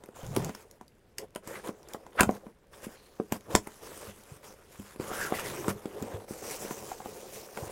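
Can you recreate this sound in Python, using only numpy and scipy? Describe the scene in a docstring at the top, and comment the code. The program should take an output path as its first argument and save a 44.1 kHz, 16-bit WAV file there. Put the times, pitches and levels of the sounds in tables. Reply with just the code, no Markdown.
"""Unpacking a small cardboard box

Hands turn a box on a cloth-covered table, a blade slits its tape, flaps pop open and slide, and a
plastic bag is lifted out, close up in a small damped room. Knocks and stick-slip rubbing set the
hollow box ringing, bumps thump the table, and tape and board tick as their creases let go."""
import sys
import numpy as np
from scipy import signal
from scipy.fft import rfft, irfft
from scipy.io import wavfile
from scipy.ndimage import uniform_filter1d

SR = 44100
rng = np.random.default_rng(int(sys.argv[2]) if len(sys.argv) > 2 else 0)


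def put_to_file(sound):
    """Save the sound as 16-bit audio at rate SR, in the file named by the first command-line argument."""
    columns = np.atleast_2d(sound).T  # one column per channel
    safe = np.clip(columns, -1, 1)
    whole_steps = np.round(safe * 32767)
    wavfile.write(sys.argv[1], SR, whole_steps.astype(np.int16))


N = 340011


def gain_of(db):
    """Decibels to amplitude."""
    return 10 ** (np.asarray(db) / 20)


def unit_rms(x):
    """Scales to rms 1."""
    return x / np.sqrt(np.mean(x ** 2) + 1e-20)


def at_peak(x, db):
    """Scales to a peak level in dB."""
    return gain_of(db) * x / abs(x).max()


def curve_at(points, hz):
    """Value of a curve on a log-frequency axis."""
    f, value = np.transpose(points)
    return np.interp(np.log(hz + 1), np.log(f + 1), value)


def add(mix, start, sound):
    """Mixes a sound in at a time in seconds."""
    part = mix[max(round(start * SR), 0):][:len(sound)]
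    part += sound[:len(part)]


def high_pass(x, hz):
    """A small body radiates no deep bass."""
    return signal.sosfilt(signal.butter(3, hz, "high", fs=SR, output="sos"), x)


def impulse(points):
    """Minimum-phase impulse response of an EQ curve."""
    db = np.maximum(curve_at(points, abs(np.fft.fftfreq(4096, 1 / SR))), -100)
    log_gain = signal.hilbert(np.log(gain_of(db)))
    return np.fft.ifft(np.exp(np.conj(log_gain))).real[:2048]


def excite(drive, response):
    """Plays a scene-long signal through an impulse response."""
    return signal.oaconvolve(drive, response)[:N]


def rings(modes, seconds):
    """One dying sine for each mode."""
    hz, db, t60 = np.transpose(modes)[:, :, None]
    t = np.arange(round(seconds * SR)) / SR
    return gain_of(db - 60 * t / t60) * np.sin(2 * np.pi * hz * t)


def slips(per_s, spread_db, flutter_db, flutter_s):
    """Stick-slip clicks of random sign and size whose strength flutters with the grip."""
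    size = gain_of(spread_db * np.minimum(rng.exponential(1, N), 5)) * rng.standard_normal(N)
    hit = rng.random(N) < per_s / SR
    window = max(int(flutter_s * SR), 2)
    grip = unit_rms(uniform_filter1d(uniform_filter1d(rng.standard_normal(N), window), window))
    return size * hit * gain_of(flutter_db * grip)


# Tone of the cardboard's hiss and snaps. Each row: frequency in Hz, gain in dB.
SURFACE_EQ = [(1500, -16.5), (2900, -22.5), (4100, -25.5), (5000, -20.5), (6500, -20.5), (10500, -21.5),
              (16000, -28)]


def surface_spot(chance):
    """The surface's impulse response, with other bands favoured at each spot."""
    hz = np.geomspace(1500, 16000, 10)
    db = curve_at(SURFACE_EQ, hz) + 4.5 * chance[:len(hz)]
    return impulse(np.transpose([hz, db]))


# Resonances of the hollow box. Each row: frequency in Hz, relative level in dB, t60 in seconds.
BOX_MODES = [(257, 1, 0.028), (355.6, 0, 0.049), (430, 8.5, 0.038), (534, 10.5, 0.025), (744, 5.5, 0.016),
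             (946, 7.5, 0.01), (1020, 8, 0.012), (1374, 5, 0.01), (2033, -2.5, 0.0071), (2470, -14, 0.0084)]
# Knocks, flap pops and tape snaps. Each row: time in seconds, panel peak in dB, cavity peak in dB,
# favoured cavity pitch in Hz, snap peak in dB.
KNOCK_HITS = [(0.037, -40, -41.5, 360, -41.5), (0.088, -46, -34.5, 540, -51), (0.363, -21, -28, 500, -20.5),
              (0.371, -45, -14.5, 420, -40), (0.493, -33, -27.5, 263, -38), (0.549, -33, -43, 264, -30.5),
              (0.811, -36.5, -41, 268, -48), (1.183, -59, -43, 579, -22), (1.359, -27.5, -28.5, 540, -28),
              (1.474, -40, -36.5, 455, -31), (1.691, -33, -21, 550, -48), (1.946, -28.5, -27.5, 580, -78),
              (2.065, -36.5, -48, 404, -45.5), (2.195, -18.5, -42, 580, -25), (2.207, -4.5, -10, 310, -6.5),
              (2.232, -12, -17.5, 240, -18), (2.291, -15.5, -15, 265, -45), (2.466, -42.5, -35.5, 254, -68),
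              (2.867, -55.5, -28.5, 272, -62), (3.199, -27.5, -16, 397, -65),
              (3.322, -22.5, -22.5, 222, -17), (3.5506, -6, -8.5, 420, -5), (3.671, -28, -30, 406, -31),
              (4.797, -58, -37, 220, -42), (4.96, -45, -36.5, 444, -43), (4.998, -34, -22.5, 443, -41),
              (5.114, -26, -28, 498, -64), (5.322, -18.5, -16.5, 520, -56), (5.681, -20, -16, 326, -23.5),
              (5.856, -38, -22.5, 447, -34.5), (6.024, -56, -25.5, 225, -27), (6.308, -51, -27, 365, -48),
              (6.649, -46, -27.5, 514, -39), (6.709, -28, -28, 343, -45), (6.916, -25.5, -42, 543, -87),
              (7.002, -32.5, -39, 540, -86), (7.058, -28.5, -36, 228, -90), (7.573, -26.5, -31.5, 377, -36)]


def knocks():
    """A faint noise swell leads into each ragged blow, which rings cavity and panel and snaps on top."""
    out, mode_hz = np.zeros(N), np.transpose(BOX_MODES)[0]
    lead_s, panel_from_hz = .04, 700
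    t = np.arange(-lead_s, .04, 1 / SR)
    after = np.maximum(t, 0)
    lead_in = np.where(t < 0, .02, .06) * np.exp(-abs(t) / 0.0096)
    blow = lead_in + after / 0.0031 * np.exp(1 - after / 0.00065)
    crackle_tail = (t > 0) * 0.11 * np.exp(-after / 0.028)
    crackle = 1.7 * lead_in + after / 0.00078 * np.exp(1 - after / 0.0012) + crackle_tail
    push = (t > 0) * np.sin(after / 0.0058) * np.exp(-after / 0.0059)  # air shoved by the board
    for start, panel_db, cavity_db, hz, snap_db in KNOCK_HITS:
        cavity_noise, panel_noise, snap_noise = rng.standard_normal((3, len(t)))
        retune = 1 + 0.041 * snap_noise[0]  # the grip retunes the box a little
        box = rings(np.multiply(BOX_MODES, [retune, 1, 1]), .12)
        cavity_mix = (mode_hz < panel_from_hz) * gain_of(-30 * np.log2(mode_hz / hz) ** 2)
        cavity = high_pass(signal.fftconvolve(cavity_mix @ box, (1 + .5 * cavity_noise) * blow), 188)
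        tilt_db_per_octave = min(1.1 * (snap_db - panel_db + 11.0), 5.5)  # snappy blows ring brighter
        panel_mix = (mode_hz >= panel_from_hz) * gain_of(tilt_db_per_octave * np.log2(mode_hz / 1000))
        panel = high_pass(signal.fftconvolve(panel_mix @ box, panel_noise * blow), 446)
        snap = signal.fftconvolve(snap_noise * crackle, surface_spot(cavity_noise))
        skip = max(round((lead_s - start) * SR), 0)
        for db, sound in ((panel_db, panel), (panel_db - 28, push), (cavity_db, cavity), (snap_db, snap)):
            add(out, start - lead_s, at_peak(sound, db)[skip:])
    return out


def contact_power(strokes, scratch_db):
    """Power of hiss, drone and scratch over all strokes; the scratch follows a blend of the other two."""
    power, drone_share = np.zeros((3, N)), 0.28
    for start, length, hiss_db, drone_db in strokes:
        span = slice(round(start * SR), round((start + length) * SR))
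        blend_db = hiss_db + drone_share * (drone_db - hiss_db)
        power[:, span] += gain_of([[hiss_db], [drone_db], [blend_db + scratch_db]]) ** 2
    return power


def wander(x, depth_db):
    """The rubbed spot wanders, so bands of the noise swell and fade on their own."""
    bands = signal.stft(x, nperseg=256)[2]
    swell = uniform_filter1d(rng.standard_normal(bands.shape), size=7, axis=0)
    swell = unit_rms(uniform_filter1d(swell, size=18, axis=1))
    return unit_rms(signal.istft(bands * gain_of(depth_db * swell), nperseg=256)[1][:N])


# Skin, blade and flaps stroke the board; fingers grip the bag.
# Each row: start in seconds, length in seconds, hiss level in dB, box drone level in dB.
BOARD_STROKES = [(0.0, 0.78, -72.5, -61), (0.15, 0.32, -55, -49.5), (0.33, .18, -53.5, -40),
                 (0.51, 0.13, -58.5, -59), (1.18, 0.078, -64, -46.5), (1.43, 0.29, -59, -55.5),
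                 (1.47, 0.13, -51, -47), (1.64, 0.062, -50, -40.5), (1.71, 0.8, -68.5, -57),
                 (1.88, 0.084, -57, -54), (2.15, 0.23, -56.5, -47.5), (2.72, 0.24, -57, -56),
                 (2.83, 0.027, -45, -51), (2.95, 3.1, -65, -62.5), (3.32, 0.058, -48, -43),
                 (3.475, 0.025, -78, -41), (3.5, 0.063, -48, -37.5), (3.63, 0.75, -59.5, -64),
                 (3.82, 0.293, -52, -50.5), (4.43, 0.11, -54, -56), (4.71, 0.24, -56.5, -66.5),
                 (5.0, 0.73, -46.5, -43.5), (5.13, 0.15, -41, -55), (5.34, 0.074, -40, -55),
                 (5.45, 0.056, -42, -53), (5.69, 0.017, -31, -30), (5.73, 0.53, -59, -50),
                 (5.94, 0.24, -57.5, -45)]
BAG_GRIPS = [(6.27, 1.4, -53, -52), (6.28, 0.51, -54, -55), (6.43, 0.11, -45, -43),
             (6.5, 0.072, -44.5, -52), (6.59, 0.15, -46.5, -46), (6.77, 0.16, -49.5, -46.5),
             (7.05, 0.244, -56.5, -51.5), (7.32, 0.097, -50.5, -53), (7.57, 0.19, -51.5, -43.5)]
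# Tone of the midrange scratch and of the bag's hiss. Each row: frequency in Hz, gain in dB.
SCRATCH_EQ = [(550, -26.5), (1100, -10), (1500, -13.5), (2100, -17.5), (3600, -22), (8000, -57)]
BAG_EQ = [(1200, -25.5), (2500, -24.5), (3400, -29.5), (5800, -21), (7000, -22), (16000, -28)]


def rubbing():
    """Trains of slips drive the surface, the board, the box and, through the box, the table."""
    resting_hands = (0.008, N / SR, -76, -68.5)  # one faint, scene-long stroke
    board = contact_power(BOARD_STROKES + [resting_hands], scratch_db=-4.5)
    bag = contact_power(BAG_GRIPS, scratch_db=-8.5)  # the soft bag scratches less
    power, fade_s = board + bag, 0.025
    levels_db = uniform_filter1d(10 * np.log10(power + 1e-12), int(fade_s * SR), axis=1)
    hiss_gain, drone_gain, scratch_gain = gain_of(levels_db)
    bag_share = np.clip(bag[0] / power[0], 0, 1)
    fine = slips(per_s=9000, spread_db=1.5, flutter_db=0.9, flutter_s=0.02)
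    sparse = slips(per_s=45, spread_db=2.0, flutter_db=2.4, flutter_s=0.091)
    coarse = slips(per_s=1500, spread_db=2.0, flutter_db=3.0, flutter_s=0.012)
    on_board, on_bag = (unit_rms(excite(fine, impulse(eq))) for eq in (SURFACE_EQ, BAG_EQ))
    hiss = hiss_gain * wander((1 - bag_share) * on_board + bag_share * on_bag, depth_db=2.27)
    # now and then a fibre lets go alone, even under a light touch
    ticks = gain_of(-43.5) * np.sqrt(hiss_gain) * unit_rms(excite(sparse, impulse(SURFACE_EQ)))
    gritty = slips(per_s=3000, spread_db=1.3, flutter_db=2.7, flutter_s=0.0098)
    scratch = scratch_gain * wander(excite(gritty, impulse(SCRATCH_EQ)), depth_db=3.5)
    # each low mode is fed from its own spot of the board
    low_modes = rings(BOX_MODES, .12)[:6]
    box = sum(excite(np.roll(coarse, 9000 * k), mode) for k, mode in enumerate(low_modes))
    table = excite(coarse, rings(TABLE_MODES, .25).sum(axis=0))
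    drone = unit_rms(high_pass(box, 247)) + gain_of(-11) * unit_rms(high_pass(table, 72))
    return hiss + ticks + scratch + drone_gain * drone


def friction_band(path, width):
    """Slips sing in a resonance that glides with the contact; width is a fraction of its mean pitch."""
    times, db, hz = np.transpose(path)
    t = np.arange(times[0], times[-1], 1 / SR)
    carrier = np.exp(2j * np.pi * np.cumsum(np.interp(t, times, hz)) / SR)
    pole = np.exp(-np.pi * width * hz.mean() / SR)
    friction = slips(per_s=6600, spread_db=2.7, flutter_db=1.4, flutter_s=0.012)[:len(t)]
    band = (carrier * signal.lfilter([1], [1, -2 * pole, pole * pole], friction / carrier)).real
    envelope = gain_of(np.interp(t, times, db)) * signal.windows.tukey(len(t), .1)
    out = np.zeros(N)
    add(out, times[0], envelope * unit_rms(band))
    return out


# Sliding moves, one path per gesture. Each row: time in seconds, level in dB, band centre in Hz.
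FLAP_SLIDES = [
    [(5.0, -65, 905), (5.09, -47.5, 1200), (5.22, -36.5, 1660), (5.3, -39.5, 1410)],
    [(5.33, -40, 2040), (5.43, -52, 1860), (5.47, -49, 2010), (5.58, -64, 1970)],
    [(5.4, -55, 408), (5.53, -45, 370), (5.68, -42, 364)],
]  # flaps sing, jump higher after a catch and groan at a fold
BLADE_WHISPER = [(2.95, -66, 4200), (3.19, -75, 4150)]  # the tip skims along the tape
# first the blade rasps in the tape, then the board creaks sharply just before a flap pops open
RASP_AND_CREAK = [
    [(1.47, -57, 1300), (1.56, -46, 1860), (1.6, -64, 1500)],
    [(2.165, -57.5, 1600), (2.199, -17, 1400), (2.206, -31, 1300)],
]
BOX_DRAGS = [
    [(.22, -44, 112), (.3, -42, 127), (.41, -33.5, 147), (.52, -43, 140)],
    [(5.42, -52, 122), (5.6, -51.5, 129), (5.78, -47, 115)],
]  # the table hums low


def slides():
    """Flaps, blade, creaking board and the box dragging on cloth each sound in a gliding band."""
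    singing = sum(friction_band(path, width=0.23) for path in FLAP_SLIDES + [BLADE_WHISPER])
    rough = sum(friction_band(path, width=0.68) for path in RASP_AND_CREAK + BOX_DRAGS)
    return singing + rough


# Single ticks of tape and board. Each row: start in seconds, peak in dB.
CREASE_TICKS = [(0.0594, -41.5), (0.265, -35.5), (0.35, -33), (0.381, -32), (0.4244, -37), (0.446, -24),
                (0.7116, -39), (0.88, -46), (1.3498, -36.5), (1.6841, -35), (1.83, -43.5), (1.886, -38),
                (1.935, -27.5), (2.31, -34), (2.3496, -39), (3.408, -45), (3.559, -15), (3.862, -47),
                (3.975, -36), (4.2358, -44)]


def creases():
    """A crease lets go in a burst of a millisecond or two, bright and without body."""
    out, t = np.zeros(N), np.arange(400) / SR
    for start, db in CREASE_TICKS:
        noise = rng.standard_normal(len(t))
        burst = noise * t * np.exp(-t / 0.00075)
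        tick = high_pass(signal.fftconvolve(burst, surface_spot(noise[::-1])), 2650)
        add(out, start, at_peak(tick, db))
    return out


# The table top under its cloth. Each row: frequency in Hz, relative level in dB, t60 in seconds.
TABLE_MODES = [(61.5, -16, 0.046), (103, -15.5, 0.2), (143, -1.5, 0.055), (202, -9.5, 0.26)]
# The box bumps the table. Each row: start in seconds, peak in dB.
TABLE_BUMPS = [(2.199, -25), (2.268, -25.5), (3.315, -32), (3.541, -23.5), (4.074, -40), (4.314, -38),
               (4.788, -38.5), (4.991, -35), (5.683, -29), (6.013, -35), (6.139, -32), (6.303, -42.5),
               (7.622, -32)]


def bumps():
    """A soft push rings the table top, at another spot each time."""
    out, table = np.zeros(N), rings(TABLE_MODES, 0.36)
    for start, db in TABLE_BUMPS:
        spot = rng.uniform(0.096, 1, len(TABLE_MODES))
        thump = high_pass(signal.fftconvolve(spot @ table, np.hanning(300)), 85)
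        add(out, start, at_peak(thump, db))
    return out


# One squeak: start in seconds, level before the stutter in dB, pitch in Hz, t60 in seconds.
BAG_SQUEAK = (6.508, -38, 5850, .1)


def bag_squeak():
    """A brief high ring that stutters as the plastic slips under a finger."""
    start, db, hz, t60 = BAG_SQUEAK
    out, slip_s = np.zeros(N), .014
    ring = rings([(hz, db, t60)], 0.045)[0]
    stutter = abs(np.sin(np.pi * np.arange(len(ring)) / SR / slip_s))
    add(out, start, ring * stutter)
    return out


# Decay of the damped room. Each row: frequency in Hz, t60 in seconds.
ROOM_DECAY = [(100, 0.18), (1500, 0.11), (12000, 0.12)]


def reverb(x):
    """Sparse reflections of random sign, each band dying at its own speed."""
    taps = np.zeros(SR // 2)
    slots = np.arange(200, len(taps) - 20, 20)
    taps[slots + rng.integers(0, 20, len(slots))] = rng.choice([-1., 1.], len(slots))
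    hz, t, bands = signal.stft(taps, SR, nperseg=256)
    decay = gain_of(-60 * t / curve_at(ROOM_DECAY, hz)[:, None])
    tail = signal.istft(bands * decay, SR, nperseg=256)[1]
    return excite(x, tail / np.linalg.norm(tail))


# Colour of the room tone. Each row: frequency in Hz, gain in dB.
ROOM_TONE_EQ = [(15, -9.5), (40, -1.5), (70, -4), (400, -13), (900, -46), (1600, -25.5), (4000, -35.5),
                (16000, -57)]


def room_tone(level_db=-64):
    """A steady bed of low rumble and faint hiss."""
    colour = gain_of(curve_at(ROOM_TONE_EQ, np.fft.rfftfreq(N, 1 / SR)))
    noise = irfft(rfft(rng.standard_normal(N)) * colour, N)
    return gain_of(level_db) * unit_rms(noise)


def scene():
    """The handled box over room tone, in mono; only the hits feed the reverb."""
    hits = knocks() + bumps() + creases()
    return (hits + slides() + gain_of(-11) * reverb(hits) + rubbing() + bag_squeak() + room_tone())[None]


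def record(dry):
    """A steep low-pass trims the very top of the treble."""
    cutoff_hz = 15950
    low_pass = signal.firwin(511, cutoff_hz, window=("kaiser", 9), fs=SR)
    return signal.oaconvolve(dry, low_pass[None], "same")


dry = scene()
out = record(dry)
put_to_file(out)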